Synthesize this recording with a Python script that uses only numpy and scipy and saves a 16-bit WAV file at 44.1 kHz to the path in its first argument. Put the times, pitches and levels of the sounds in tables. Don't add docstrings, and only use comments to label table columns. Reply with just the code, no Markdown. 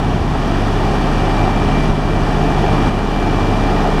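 import sys
import numpy as np
from scipy import signal
from scipy.fft import rfft, irfft
from scipy.io import wavfile
from scipy.ndimage import uniform_filter1d, map_coordinates

SR = 44100
rng = np.random.default_rng(int(sys.argv[2]) if len(sys.argv) > 2 else 0)


def dump_mix(stems):
    frames = np.atleast_2d(stems).T
    limited = np.clip(frames, -1, 1)
    pcm = np.round(limited * 32767).astype(np.int16)
    wavfile.write(sys.argv[1], SR, pcm)


N = 176400


def undb(db):
    return 10 ** (np.asarray(db) / 20)


def walk(per_s):
    hold = int(SR / per_s)
    steps = np.repeat(rng.standard_normal(N // hold + 3), hold)
    return 1.16 * uniform_filter1d(uniform_filter1d(steps, hold), hold)[hold:hold + N]


def turns(hz):
    return 2 * np.pi * np.cumsum(hz) / SR


def tone(angle, db):
    return np.sqrt(2) * undb(db) * np.sin(angle + rng.uniform(0, 2 * np.pi))


def curve(t, table, column=1):
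    table = np.array(table)
    return np.interp(t, table[:, 0], table[:, column])


# t/s, depth/dB
DIPS = [(0, 4), (.14, 1.5), (.95, 0.5), (1.48, 1), (1.905, 2.8), (2.89, 3.5)]

def level_dips(t, fall_s=0.0064, recovery_s=0.45, gain_db=0.35):
    down_db = 0
    for start, depth_db in DIPS:
        age = np.maximum(t - start, 0)
        down_db += depth_db * (1 - np.exp(-age / fall_s)) * np.exp(-age / recovery_s)
    return undb(gain_db - down_db)


# t/s, lag/ms
REFLECTION_LAG = [(0, 1.235), (1.15, 1.25), (1.5, 1.285), (1.9, 1.255), (2.95, 1.262), (3.1, 1.22),
                  (4, 1.205)]

def add_reflection(t, sound, share=.42, from_hz=6500):
    hz = np.arange(N // 2 + 1) * SR / N
    treble = irfft(rfft(sound) * (1 - np.exp(-(hz / from_hz) ** 4)), N)
    late_index = (t - curve(t, REFLECTION_LAG) / 1000) * SR
    return sound + share * map_coordinates(treble, [late_index], mode="mirror")


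# f/Hz,
# level/dB, pitch wander as a share
HIGH_TONES = [(2278, -50.5, .001), (2890, -49, .005), (3420, -54, .006), (10215, -69.5, .002),
              (11793, -64.5, .00005), (11823, -73, .00005), (14610, -78, .003)]

def high_tones():
    return sum(tone(turns(hz * (1 + wander * walk(60))), db + .5 * walk(12))
               for hz, db, wander in HIGH_TONES)


def pump_hum(t, crank, multiple=12.98, start_db=-40, rise_db_per_s=2.5):
    return tone(multiple * crank, start_db + rise_db_per_s * t + 1.3 * walk(9.9))


# t/s, engine speed/rpm, relative whine level/dB
DRIVE = [(0, 2008, -43), (.5, 2006, -42.5), (.8, 2016, -42.5), (1, 2012, -40), (1.35, 2013, -36.5),
         (1.8, 2016, -34.5), (2, 2008, -40.5), (2.5, 2013, -39), (2.85, 2018, -35.5), (3.05, 2012, -39.5),
         (3.2, 2013, -36), (3.55, 2021, -36.5), (4, 2021, -40)]
# multiple of the crank speed, level/dB re the whine
GEAR_LINES = [(70.1, 1), (72, -15), (76.2, -30), (139, -22), (140.2, -22)]

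def gear_whine(t, crank, gain_db=-1, waver_db=1.5):
    whine_db = curve(t, DRIVE, column=2) + gain_db
    return sum(tone(multiple * crank + 0.28 * walk(40), whine_db + db + waver_db * walk(45))
               for multiple, db in GEAR_LINES)


# t/s, peak level/dB
THUMPS = [(1.903, -3), (2.889, -5)]

def thumps(t, width_s=0.0015):
    return sum(undb(db) * np.exp(-((t - start) / width_s) ** 2) for start, db in THUMPS)


# t/s, level/dB
STONES = [(.351, -9), (.837, -15), (1.477, -10), (2.174, -15), (2.353, -13), (2.64, -14), (2.688, -14),
          (3.385, -14), (3.888, -11)]
# f/Hz, level/dB re the strike, t60/s
HOOD_MODES = [(290, -10.5, 0.046), (392, 1, 0.035), (610, -24, .04), (724, -3.5, 0.044), (798, -3, 0.054),
              (1130, -4, 0.018), (1850, -12, 0.022)]

def stone_knocks(t, contact_s=.0007, detune=0.033):
    out = np.zeros(N)
    for start, db in STONES:
        age = np.maximum(t - start, 0)
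        attack = 1 - np.exp(-age / contact_s)
        for hz, mode_db, t60 in HOOD_MODES:
            pitch = hz * (1 + detune * rng.standard_normal())
            decay = np.exp(-np.log(1000) * age / t60)
            out += undb(db + mode_db) * attack * decay * np.sin(2 * np.pi * pitch * age)
    return out


def grit_and_air(crank, grains_per_s=7000, spread_db=2.5, grit_share=.3, pulse_depth=0.036):
    hits = rng.random(N) < grains_per_s / SR
    grit = hits * rng.standard_normal(N)
    grit *= undb(spread_db * np.minimum(rng.exponential(size=N), 4))
    pulses = np.cos(3 * crank) + np.cos(2 * crank) + np.cos(crank / 2)
    air = rng.standard_normal(N) * (1 + pulse_depth * pulses)
    return np.sqrt(grit_share) * grit / grit.std() + np.sqrt(1 - grit_share) * air / air.std()


# f/Hz, level/dB per Hz
ROAR_SPECTRUM = [(15, -64), (25, -67), (40, -44.5), (70, -46), (200, -45.5), (280, -42), (340, -46),
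                 (400, -44.5), (480, -52.5), (560, -52), (720, -46.5), (830, -48), (950, -53), (1200, -53),
                 (1480, -60), (1870, -59), (2150, -69), (2380, -63.5), (2650, -66.5), (2900, -64),
                 (3400, -67), (3900, -72.5), (4700, -72.5), (6000, -76.5), (6800, -82.5), (8300, -84.5),
                 (10000, -90), (11200, -94.5), (12500, -98), (14500, -102), (15500, -106)]
# t/s, level/dB
HOOD_SWELL = [(0, 1), (.55, -1.5), (.85, -0.5), (1.1, -1), (1.45, 2), (1.8, -0.5), (2.2, -1), (2.68, 1.8),
              (3, -0.4), (3.4, 0.5), (3.6, 0), (3.85, 3), (4, -1)]
# t/s, level/dB
RUMBLE_SWELL = [(0, 6), (.25, 13), (.5, -4), (1.3, -0.5), (1.8, 3.5), (2.1, 1), (2.8, 3), (3.1, -1.5),
                (3.45, 2), (4, -8)]

def milling_roar(t, crank, hood_hz=745, hood_octaves=0.39, rumble_hz=90, rumble_octaves=0.97):
    octave = np.log2(np.maximum(np.arange(N // 2 + 1) * SR / N, 1))
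    hz, db = np.array(ROAR_SPECTRUM).T
    colour = undb(np.interp(octave, np.log2(hz), db)) * np.sqrt(SR / 2)
    spectrum = rfft(grit_and_air(crank)) * colour
    churn_db = .2 * walk(14)
    out = np.zeros(N)
    for centre in np.arange(3.5, 14.6, .5):
        band = irfft(spectrum * np.maximum(1 - 2 * abs(octave - centre), 0), N)
        hood_db = np.exp(-((centre - np.log2(hood_hz)) / hood_octaves) ** 2) * curve(t, HOOD_SWELL)
        rumble_weight = np.exp(-((centre - np.log2(rumble_hz)) / rumble_octaves) ** 2)
        rumble_db = rumble_weight * curve(t, RUMBLE_SWELL)
        flicker_db = 0.33 * walk(16) / (1 + 2 ** centre / 3000)
        out += band * undb(flicker_db + churn_db + hood_db + rumble_db)
    return out


# multiple of its speed, level/dB
SHAFT_LINES = [(1, -17.5), (2, -31), (3, -29)]

def shaft_throb(hz=34.04, jitter=0.00114):
    angle = turns(hz * (1 + jitter * walk(2.88)))
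    return sum(tone(multiple * angle, db + 0.35 * walk(6.9)) for multiple, db in SHAFT_LINES)


# multiple of the crank speed, level/dB
EXHAUST_LINES = [(1.5, -34.5), (2.5, -37.5), (3, -27), (4.5, -24.5), (5, -35), (6, -26.5), (7, -39),
                 (7.5, -34.5)]

def diesel_exhaust(crank, waver_db=1.5):
    return sum(tone(multiple * crank, db + waver_db * walk(5)) for multiple, db in EXHAUST_LINES)


def scene():
    t = np.arange(N) / SR
    rpm = curve(t, DRIVE) * (1 + 0.00072 * walk(8))
    crank = turns(rpm / 60)
    drone = diesel_exhaust(crank) + pump_hum(t, crank) + shaft_throb()
    tones = gear_whine(t, crank) + high_tones()
    roar = add_reflection(t, milling_roar(t, crank))
    mix = drone + tones + roar + stone_knocks(t) + thumps(t)
    return (mix * level_dips(t))[None]


def record(dry):
    low_cut = signal.butter(2, 16, "high", fs=SR, output="sos")
    high_cut = signal.ellip(10, .1, 80, 15650, fs=SR, output="sos")
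    return signal.sosfilt(high_cut, signal.sosfilt(low_cut, dry))


dry = scene()
out = record(dry)
dump_mix(out)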